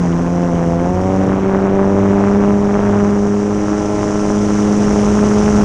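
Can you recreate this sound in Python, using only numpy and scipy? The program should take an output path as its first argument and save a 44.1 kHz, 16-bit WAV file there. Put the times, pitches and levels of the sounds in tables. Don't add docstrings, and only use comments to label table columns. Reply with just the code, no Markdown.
import sys
import numpy as np
from scipy import signal
from scipy.fft import rfft, irfft, next_fast_len
from scipy.io import wavfile

SR = 44100
rng = np.random.default_rng(int(sys.argv[2]) if len(sys.argv) > 2 else 0)


def pcm_store(signal):
    levels = np.round(np.clip(np.atleast_2d(signal), -1, 1) * 32767)
    wavfile.write(sys.argv[1], SR, levels.astype(np.int16).T)


N = 248724


def amp(db):
    return 10 ** (np.asarray(db) / 20)


def unit_rms(x):
    return x / np.sqrt(np.mean(x ** 2) + 1e-20)


def per_sample(rows):
    times_s, *columns = np.transpose(rows)
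    return [np.interp(np.arange(N) / SR, times_s, column) for column in columns]


def drift(corner_hz):
    hop, settle = 40, 2000
    pole = np.exp(-2 * np.pi * corner_hz * hop / SR)
    noise = rng.standard_normal(N // hop + settle + 2)
    slow = signal.lfilter([1], [1, -2 * pole, pole * pole], noise)[settle:]
    return np.interp(np.arange(N) / hop, np.arange(len(slow)), unit_rms(slow))


def shaped_noise(spectrum, gate=1):
    size = next_fast_len(N)
    hz, db = np.transpose(spectrum)
    log_hz = np.log(np.maximum(np.arange(size // 2 + 1) * SR / size, 1))
    gain = amp(np.interp(log_hz, np.log(hz), db))
    noise = gate * rng.standard_normal(N)
    return unit_rms(irfft(rfft(noise, size) * gain, size)[:N])


def blade_gate(shaft_rad, depth, lag_rad, imbalance_db, scatter_db):
    passes = (shaft_rad - lag_rad) / np.pi
    index = np.floor(passes + 0.5).astype(int)
    strength = amp(scatter_db * rng.standard_normal(2000) + imbalance_db * (np.arange(2000) % 2))
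    swell = np.exp(depth * (np.cos(2 * np.pi * passes) - 1))
    return strength[index - index.min()] * swell + np.exp(-2 * depth)


def housing_ticks():
    # t/s, level/dB, f/Hz
    ticks = [(.127, -25, 3000), (.265, -30, 2600), (.555, -28, 3000), (2.742, -16, 2200),
             (2.989, -28, 2500), (4.543, -29, 2350), (5.575, -25, 2200)]
    t60_s = 0.0075
    t = np.arange(600) / SR
    out = np.zeros(N + SR)
    for at_s, db, hz in ticks:
        envelope = np.minimum(hz * t, 1) * amp(db - 60 * t / t60_s)
        start = int(at_s * SR)
        out[start:start + len(t)] += envelope * np.sin(2 * np.pi * hz * t)
    return out[:N]


def port_hiss(shaft_rad, hiss_db):
    # f/Hz, level/dB
    cavity_spectrum = [(1500, -8), (3000, -8), (4300, -15.5), (5000, -7.5), (5800, 0.5), (6500, -3.5),
                       (7500, -10.5), (9000, -20.5), (10000, -35), (13000, -71.5)]
    # f/Hz, level/dB
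    top_spectrum = [(6000, -29), (8000, 5), (9500, 6), (11000, -4.5), (12500, -27), (13500, -38)]
    gate = blade_gate(shaft_rad, depth=0.7, lag_rad=0.02, imbalance_db=1.2, scatter_db=1.3)
    cavity = amp(hiss_db + 0.24 * drift(23)) * shaped_noise(cavity_spectrum, gate)
    top_gate = blade_gate(shaft_rad, depth=0.43, lag_rad=0.02, imbalance_db=-3.5, scatter_db=0.5)
    top_db = -61.5 + 1.16 * (hiss_db - np.mean(hiss_db))
    return cavity + amp(top_db) * shaped_noise(top_spectrum, top_gate)


def buffet(buffet_db):
    # f/Hz, level/dB
    gust_spectrum = [(25, -25.5), (50, 12), (100, 9), (150, 11.5), (250, 6), (400, 2), (800, -45.5)]
    # f/Hz, level/dB
    rumble_spectrum = [(12, -16.5), (25, 16.5), (42, 6.5), (60, 1.5), (90, 6.5), (150, -40.5)]
    # t/s, level/dB
    rumble_level = [(0, -46), (.15, -33), (.6, -35), (1.0, -41.5), (1.9, -45), (2.35, -42), (3.0, -43),
                    (3.45, -44), (4.0, -40), (4.8, -36), (5.64, -36)]
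    rumble_db, = per_sample(rumble_level)
    rumble = amp(rumble_db + 1.5 * drift(5)) * shaped_noise(rumble_spectrum)
    gusts = amp(buffet_db + 1.2 * drift(6.5)) * shaped_noise(gust_spectrum)
    return rumble + gusts


def blade_wake(shaft_rad, wake_db):
    # f/Hz, level/dB
    wake_spectrum = [(100, -4), (250, 1), (500, -1), (800, -5), (1200, -10.5), (1600, -16), (2200, -21.5),
                     (3000, -29), (4200, -40), (5500, -49.5), (9000, -81), (12000, -110)]
    gate = blade_gate(shaft_rad, depth=0.97, lag_rad=0.032, imbalance_db=0, scatter_db=0.5)
    return amp(wake_db + 0.69 * drift(8.9)) * shaped_noise(wake_spectrum, gate)


def blade_slaps(shaft_rad, wake_db):
    # t/s, peak/dB
    hard_slaps = [(0.035, -16), (1.319, -9), (1.546, -12), (1.788, -11), (1.94, -16), (2.107, -12),
                  (2.237, -8), (2.505, -8.5), (2.692, -17), (2.751, -11.5), (2.791, -9), (2.819, -17),
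                  (3.682, -18), (3.789, -21), (4.03, -11), (4.272, -24), (4.301, -13), (4.504, -15),
                  (5.008, -24), (5.152, -16), (5.17, -13), (5.383, -17), (5.412, -15), (5.477, -8)]
    jitter_s, front_search_s, width_s = 0.0003, 0.0015, 0.00019
    fronts = np.flatnonzero(np.diff(np.floor(shaft_rad / np.pi)))
    size, delay = rng.standard_normal((2, 2000))[:, :len(fronts)]
    arrivals = np.clip(fronts + (jitter_s * SR * delay).astype(int), 0, N - 1)
    impulses = np.zeros(N)
    impulses[arrivals] = size * amp(wake_db[fronts] - 0.1)
    for at_s, db in hard_slaps:
        nearest = np.argmin(abs(fronts - (at_s + front_search_s) * SR))
        impulses[fronts[nearest]] = amp(db)
    u = np.arange(-60, 61) / SR / width_s
    pulse = u * np.exp(0.5 - u ** 2 / 2)
    return np.convolve(impulses, pulse, "same")


def order_levels(shaft_hz):
    # t/s, blade tone/dB, odd/dB, upper even/dB
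    families = [(0, -14, -29, -37.5), (.2, -17.5, -20, -32.5), (.42, -17, -25.5, -27.5),
                (.7, -17, -22.5, -24.5), (.97, -20, -28, -27.5), (1.15, -17, -20, -26),
                (1.3, -17, -21.5, -31.5), (1.5, -16.5, -27.5, -30), (1.9, -15, -23.5, -27.5),
                (2.2, -13.8, -21.5, -31.5), (2.5, -13, -24, -30), (2.78, -16, -32, -29.5),
                (3.05, -13, -26, -29), (3.3, -15.5, -28, -38), (3.65, -20, -21, -34.5),
                (4.0, -22, -23, -25.5), (4.35, -17, -21, -33.5), (4.65, -14, -20.5, -37.5),
                (5.0, -13.5, -23.5, -28.5), (5.3, -13.5, -28, -30.5), (5.64, -11.5, -30, -28.5)]
    # multiple of shaft rate, base level/dB, share of family swing/0-1
    orders = [(1, -30, 0.2), (3, -24.5, .99), (4, -22, 0.35), (5, -35.5, .8), (6, -29, .99), (7, -47.5, 0),
              (8, -35, 0.9), (9, -49.5, 0.3), (10, -38.5, 0.7), (11, -49, .1), (12, -38, 0.2),
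              (13, -46.5, 0)]
    # f/Hz, gain/dB
    airframe = [(330, -3.5), (360, -7), (385, 5), (420, 0.5), (520, -0.5), (595, 2.5), (625, -2.5),
                (700, 4), (750, 4), (785, -1.5), (840, -2), (900, 4), (965, -2.5), (1030, 0), (1120, -6.5),
                (1290, -7), (1355, 9)]
    # t/s, order, change/dB, length/s
    swells = [(0.52, 1, 1.5, 0.34), (1.05, 1, 8.5, 0.47), (2.03, 1, 8, 0.33), (2.97, 1, 7.5, 0.26),
              (0.92, 4, 6.5, 0.15), (1.23, 4, -7, 0.28), (3.64, 4, -4, 0.24), (4.55, 4, -3, 0.77),
              (1.15, 5, 4.5, 0.4), (1.9, 5, 9, 0.39), (1.05, 7, 7, .25), (1.66, 7, 11, .7),
              (2.2, 7, 11.5, 0.41), (2.15, 9, 12, .45), (2.86, 9, 10, 0.21)]
    blade_db, odd_db, even_db = per_sample(families)
    airframe_hz, airframe_db = np.transpose(airframe)
    levels_db = {2: blade_db}
    for order, base_db, share in orders:
        family_db = blade_db if order in (1, 4) else odd_db if order % 2 else even_db
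        wander_db = 0.63 * drift(3.1)
        levels_db[order] = base_db + share * (family_db - family_db.mean()) + wander_db
        if order > 3:
            levels_db[order] += np.interp(order * shaft_hz, airframe_hz, airframe_db)
    t = np.arange(N) / SR
    for at_s, order, change_db, length_s in swells:
        levels_db[order] += change_db * np.exp(-(2 * (t - at_s) / length_s) ** 2)
    return levels_db


def propeller(shaft_rad, levels_db):
    # t/s, steepness (0 peak, 1 sawtooth)
    wave_shape = [(0, 0.073), (.8, 0.38), (1.3, 0.44), (2.8, 1), (4, 0.57), (5.64, 0.48)]
    steepness, = per_sample(wave_shape)
    lean_rad = -np.pi / 2 * steepness
    out = np.zeros(N)
    for order, db in levels_db.items():
        shake_db = 0.15 * np.sqrt(order) * drift(29) + (order % 2) * 1.1 * drift(32)
        shake_rad = 0.013 * order * drift(29)
        sign = -1 if order == 1 else 1
        out += sign * amp(db + shake_db) * np.cos(order * shaft_rad + lean_rad + shake_rad)
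    return np.sqrt(2) * out


def scene():
    # t/s, f/Hz
    shaft_speed = [(0, 89.07), (0.1, 85.08), (0.4, 87.58), (0.65, 84.73), (0.78, 85.27), (0.9, 90.14),
                   (1.1, 94.92), (1.3, 96.03), (2.1, 99.19), (2.5, 101.49), (3.2, 101.8), (3.8, 103.63),
                   (4.2, 103.26), (5, 103.36), (5.4, 104.36), (5.64, 104.09)]
    # t/s, wake/dB, port hiss/dB, buffet/dB
    airflow = [(0, -23, -39.5, -25), (.15, -23.5, -42.5, -30), (.5, -24, -42.5, -26.5),
               (.9, -24, -44, -23.5), (1.1, -23, -42, -27.5), (1.3, -21.5, -45, -21),
               (1.73, -20.5, -46, -31.5), (1.95, -20.5, -43.5, -31), (2.3, -19.5, -42, -28),
               (2.5, -22.5, -42.5, -25.5), (2.95, -19.5, -41, -29.5), (3.2, -23.5, -40, -28.5),
               (3.45, -26, -39.5, -29), (3.85, -23.5, -36.5, -28), (4.5, -23.5, -34, -26),
               (4.85, -21.5, -33, -23.5), (5.15, -20.5, -32.5, -23), (5.64, -20, -32, -20)]
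    shaft_hz, = per_sample(shaft_speed)
    wake_db, hiss_db, buffet_db = per_sample(airflow)
    shaft_rad = -1.75 + 2 * np.pi * np.cumsum(shaft_hz) / SR
    tone = propeller(shaft_rad, order_levels(shaft_hz))
    blades = tone + blade_wake(shaft_rad, wake_db) + blade_slaps(shaft_rad, wake_db)
    return (blades + port_hiss(shaft_rad, hiss_db) + buffet(buffet_db) + housing_ticks())[None, :]


def record(dry):
    cutoff_hz = 13500
    soft = 1.272 * np.tanh(dry / 1.223)
    return signal.sosfilt(signal.cheby2(10, 60, cutoff_hz, fs=SR, output="sos"), soft)


dry = scene()
out = record(dry)
pcm_store(out)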